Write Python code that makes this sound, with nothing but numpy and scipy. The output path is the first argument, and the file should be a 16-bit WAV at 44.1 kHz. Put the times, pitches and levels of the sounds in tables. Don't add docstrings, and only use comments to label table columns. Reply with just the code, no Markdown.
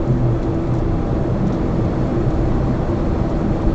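import sys
import numpy as np
from scipy import signal
from scipy.io import wavfile

SR = 44100
rng = np.random.default_rng(int(sys.argv[2]) if len(sys.argv) > 2 else 0)


def transcribe(signal):
    frames = np.atleast_2d(signal).T
    limited = np.clip(frames, -1, 1)
    pcm = np.round(limited * 32767).astype(np.int16)
    wavfile.write(sys.argv[1], SR, pcm)


def boost(x):
    u = np.asarray(x, float) / 20
    return 10 ** u


N = 164934


def rms_one(x):
    return x / np.sqrt(np.mean(x ** 2) + 1e-20)


def in_time(rows):
    s, *columns = np.transpose(rows)
    return [np.interp(np.arange(N) / SR, s, column) for column in columns]


def drift(rate_hz):
    pole = np.exp(-80 * np.pi * rate_hz / SR)
    noise = rng.standard_normal(N // 40 + 4002)
    slow = signal.lfilter([1], [1, -2 * pole, pole * pole], noise)[4000:]
    return np.interp(np.arange(N) / 40, np.arange(len(slow)), rms_one(slow))


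def resonate(x, hz, width_hz):
    r = np.exp(-np.pi * width_hz / SR)
    turn = 2 * np.pi * hz / SR
    return signal.lfilter([(1 - r * r) / 2, 0, (r * r - 1) / 2], [1, -2 * r * np.cos(turn), r * r], x)


def tone(hz):
    cycles = np.cumsum(hz * np.ones(N)) / SR + rng.random()
    return np.sqrt(2) * np.sin(2 * np.pi * cycles)


def banded_noise(spectrum, patchy_db):
    hz, db = np.transpose(spectrum)
    edges = 3 * 2 ** np.arange(0, 11.9, 1 / 3)
    out, together = 0, drift(10)
    white = rng.standard_normal((2, N + SR))
    for k, (low, high) in enumerate(zip(edges, edges[1:])):
        level_db = np.interp(np.log(low * high) / 2, np.log(hz), db, left=-90, right=-90)
        if level_db > -80:
            band_filter = signal.butter(2, [low, high], "band", fs=SR, output="sos")
            band = signal.sosfilt(band_filter, white[k % 2])[SR:]
            flicker_db = patchy_db * (0.17 * together + drift(13.2))
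            out = out + boost(level_db + flicker_db) * band
    return rms_one(out)


def wind_and_tyres(air_db):
    # (pitch [Hz], level per Hz [dB])
    hiss_spectrum = [(600, -37), (900, 1.5), (1400, -9), (2100, -16.5), (2950, -26), (4000, -21.5),
                     (5000, -34.5), (8600, -26)]
    return boost(air_db + 2.5) * banded_noise(hiss_spectrum, patchy_db=0.86)


def road_rumble(air_change_db):
    # (pitch [Hz], level per Hz [dB])
    rumble_spectrum = [(4, -11.5), (15, 0), (130, -0.5), (275, -7), (375, -8), (600, -10), (1310, -39.5),
                       (1950, -57.5)]
    rumble = boost(-21 + 0.56 * air_change_db) * banded_noise(rumble_spectrum, patchy_db=-0.04)
    dip_share = .6
    return rumble - dip_share * resonate(rumble, 125, 30)


def rattles():
    # (time [s], peak level [dB], length [s], level of the lower ring [dB])
    rattle_events = [ (0.073, -53, 0.0068, -8), (0.124, -52, .005, -2), (.178, -54, 0.0025, -6.5),
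                     (0.368, -60, 0.0051, -4), (0.415, -57, 0.0065, -4), (0.423, -56.5, 0.0045, 0),
                     (0.427, -52, 0.012, 4), (0.449, -58.5, .006, 5.5), (.542, -52, .007, -17),
                     (0.67, -53.5, .005, 1), (0.733, -48, 0.0041, -5), (0.739, -52, 0.0031, 7),
                     (0.748, -48.5, 0.0046, 0), (0.761, -54, 0.011, -8), (.783, -52, .010, -2),
                     (0.936, -59.5, 0.0032, -2), (1.468, -44.5, 0.0045, -6), (1.478, -47, .005, -3),
                     (1.522, -47, 0.0047, 6), (1.527, -48, 0.0078, -2), (1.543, -51.5, .006, 3),
                     (1.847, -53.5, .012, -2), (2.302, -49, 0.0072, -2), (3.295, -53, .012, -2),
                     (3.617, -48.5, 0.0043, -1)]
    # (pitch [Hz], width [Hz], level [dB])
    trim_rings = [
        (3800, 900, 2.5),
        (5600, 1400, -2),
        (7200, 1800, 0),
    ]
    t = np.arange(N) / SR
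    rise_s = .0006
    high = low = boost(-66 + 2.3 * drift(22))
    for s, db, length_s, low_db in rattle_events:
        u = np.maximum(t - s, 0)
        fade = np.exp(-(u / (1.3 * length_s)) ** 2)
        shape = boost(db + 2.0) * (1 - np.exp(-u / rise_s)) * fade
        high = high + shape
        low = low + shape * boost(low_db)
    sizes = boost(2.2 * np.minimum(rng.exponential(1, N), 3))
    happens = rng.random(N) < 8000 / SR
    ticks = rms_one(happens * sizes * rng.choice([-1, 1], N))
    rings = []
    for hz, width_hz, db in trim_rings:
        ring = resonate(resonate(ticks, hz, width_hz), hz, 2 * width_hz)
        rings.append(boost(db) * rms_one(ring))
    return .55 * (high * (rings[1] - rings[2]) - low * rings[0])


def engine():
    # (time [s], rate [Hz])
    firing_rate = [(0, 46.9), (1.3, 47.75), (2.0, 48.15), (2.8, 48.6), (3.74, 49.0)]
    # (time [s], level [dB])
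    load_curve = [
        (0, -12.5),
        (.9, -4),
        (1.25, -2),
        (2.0, 0.2),
        (2.8, -1),
        (3.74, -0.1),
    ]
    # (multiple of the firing rate, level [dB rms])
    hum_lines = [(1, -30), (1.4, -37), (2, -37), (4, -35), (6.5, -29.5), (8.08, -41)]
    hum_trims = [0.11, .1, .1, 0.11, 0.08, .1]
    # (time [s], pitch [Hz], level [dB])
    turbo_whistle = [
        (2.8, 7380, -90),
        (2.92, 7420, -74),
        (3.2, 7530, -73),
        (3.4, 7590, -88),
    ]
    (firing_hz,), (load_db,) = in_time(firing_rate), in_time(load_curve)
    wander = 1 + .001 * drift(4)
    hum = 0
    for (multiple, db), trim_db in zip(hum_lines, hum_trims):
        wobble_db = 1.2 * drift(3.2)
        hum = hum + boost(db + trim_db + load_db + wobble_db) * tone(multiple * firing_hz * wander)
    turbo_hz, turbo_db = in_time(turbo_whistle)
    return hum + boost(turbo_db) * tone(turbo_hz)


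def thumps():
    # (time [s], peak level [dB], pitch [Hz], time to fade by 60 dB [s])
    joint_knocks = [ (3.665, -1, 38, .12), (.78, -14, 31, .45), (.89, -11, 95, .5), (1.245, -6.5, 330, .14),
                    (2.54, -17, 240, .35), (2.69, -10, 250, .2), (3.36, -17, 158, .35), (1.4, -12, 196, .5),
                    (3.45, -17, 205, .35), (2.05, -26, 680, .35), (3.66, -14, 320, .25),
                    (3.665, -13, 190, .2), (1.02, -13, 38, .3), (1.1, -18, 70, .4)]
    t, out = np.arange(N) / SR, 0
    for s, db, hz, t60 in joint_knocks:
        u = np.maximum(t - s, 0)
        rise = 1 - np.exp(-u / (.06 * t60))
        out = out - boost(db - 60 * u / t60) * rise * np.sin(2 * np.pi * hz * u)
    return out


def swelling(swells, rest_db, wobble_hz):
    t = np.arange(N) / SR
    s, _, _, hz = np.transpose(swells)
    swell = sum(boost(db) * np.exp(-.5 * ((t - at) / width) ** 2) for at, db, width, _ in swells)
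    pitch_hz = np.interp(t, s, hz) + wobble_hz * drift(9.7)
    return (boost(rest_db) + swell) * tone(pitch_hz)


def cab(air_change_db):
    # (time [s], top level [dB rms], half width [s], pitch [Hz])
    boom_swells = [(.11, -14.5, 0.027, 125.4), (.24, -17.5, 0.039, 122.2), (.33, -17.5, 0.038, 120.8),
                   (.49, -23, 0.024, 122.3), (.72, -19, .04, 126.5), (.88, -26.5, 0.078, 120.5),
                   (1.12, -20, 0.016, 128), (1.221, -21, 0.02, 134), (1.309, -18, 0.019, 124.1),
                   (1.42, -24, 0.043, 127.3), (1.5, -28.5, 0.023, 125), (1.7, -27, 0.052, 127.7),
                   (1.83, -19.5, 0.026, 125.7), (2.02, -20.5, 0.046, 126.5), (2.18, -18, 0.013, 123),
                   (2.28, -14, 0.011, 127.4), (2.42, -23, 0.045, 122.4), (2.52, -25.5, 0.024, 123),
                   (2.63, -20.5, 0.021, 129), (2.715, -20, .03, 126.4), (2.8, -25, 0.013, 126),
                   (2.93, -27, 0.077, 124.4), (3.23, -23.5, 0.023, 121.2), (3.5, -25, 0.054, 126.5),
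                   (3.7, -25, 0.017, 129.7)]
    # (time [s], top level [dB rms], half width [s], pitch [Hz])
    drum_swells = [(.01, -24, 0.016, 330), (.1, -30, 0.018, 338), (.2, -37.5, 0.051, 335),
                   (.32, -31, 0.045, 335), (.49, -28.5, 0.043, 329), (.61, -27, 0.039, 334),
                   (.76, -30, 0.016, 330), (.87, -29, 0.027, 337), (1.07, -38, 0.018, 333),
                   (1.17, -31, 0.012, 330), (1.4, -42.5, 0.045, 335), (1.56, -29, 0.02, 335),
                   (1.66, -31.5, 0.016, 332), (1.8, -28.5, 0.019, 335), (2.0, -33.5, 0.025, 330),
                   (2.2, -30, 0.034, 341), (2.43, -27, 0.027, 334), (2.68, -42, 0.024, 338),
                   (2.93, -28, 0.025, 336), (3.04, -33, 0.052, 333), (3.24, -34, 0.025, 340),
                   (3.38, -38, 0.048, 340), (3.72, -27, 0.043, 330)]
    # (pitch [Hz], width [Hz], level [dB rms])
    resonances = [(26.2, 19, -27.5), (91.7, 5.6, -33), (11, 10, -45), (163.4, 42, -29), (210.4, 27, -33),
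                  (251.7, 15, -32), (346.5, 12, -38.5), (399.7, 29, -44.5), (474.4, 93, -42),
                  (594.7, 46, -39), (668.8, 22, -40.5), (788, 30, -42), (1190, 180, -51.5),
                  (1296, 63, -49.5), (2162, 56, -63.5), (2660, 110, -61), (3370, 260, -61.5),
                  (4225, 160, -62.5), (4480, 64, -70), (5400, 400, -65.5), (6230, 250, -72)]
    out = swelling(boom_swells, rest_db=-40, wobble_hz=2.5)
    out = out + swelling(drum_swells, rest_db=-33, wobble_hz=4)
    for hz, width_hz, db in resonances:
        shake = rng.standard_normal(N + SR)
        ring = resonate(resonate(shake, hz, 1.02 * width_hz), hz, 1.02 * width_hz)[SR:]
        follow_db = 1.5 * air_change_db * (hz > 4000)
        out = out + boost(db + follow_db) * rms_one(ring)
    return out


def scene():
    # (time [s], level [dB])
    airflow = [(0.0, -41), (1.47, -39.5), (1.91, -38.5), (3.74, -38)]
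    air_db, = in_time(airflow)
    air_change_db = air_db - air_db.mean()
    background = wind_and_tyres(air_db) + road_rumble(air_change_db)
    mix = background + rattles() + engine() + thumps() + cab(air_change_db)
    return mix[None]


def band_limit(x):
    return signal.sosfilt(signal.butter(12, 8820, fs=SR, output="sos"), x)


def record(dry):
    # (pitch [Hz], level [dB rms])
    buzz_lines = [(7720, -84), (7663, -85)]
    camera_rate_hz, limit = 16000, .8
    limited = limit * np.tanh(dry / limit)
    x = signal.sosfilt(signal.butter(6, 7340, fs=SR, output="sos"), limited)
    x = x + sum(boost(db) * tone(hz) for hz, db in buzz_lines)
    x = signal.sosfilt(signal.ellip(12, .5, 60, camera_rate_hz / 2, fs=SR, output="sos"), x)
    top = signal.sosfilt(signal.butter(6, 6500, "high", fs=SR, output="sos"), x)
    x = x + 2 * top * np.cos(2 * np.pi * camera_rate_hz * np.arange(N) / SR)
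    x = signal.sosfilt(signal.butter(24, 8046, fs=SR, output="sos"), x)
    return band_limit(x)


dry = scene()
out = record(dry)
transcribe(out)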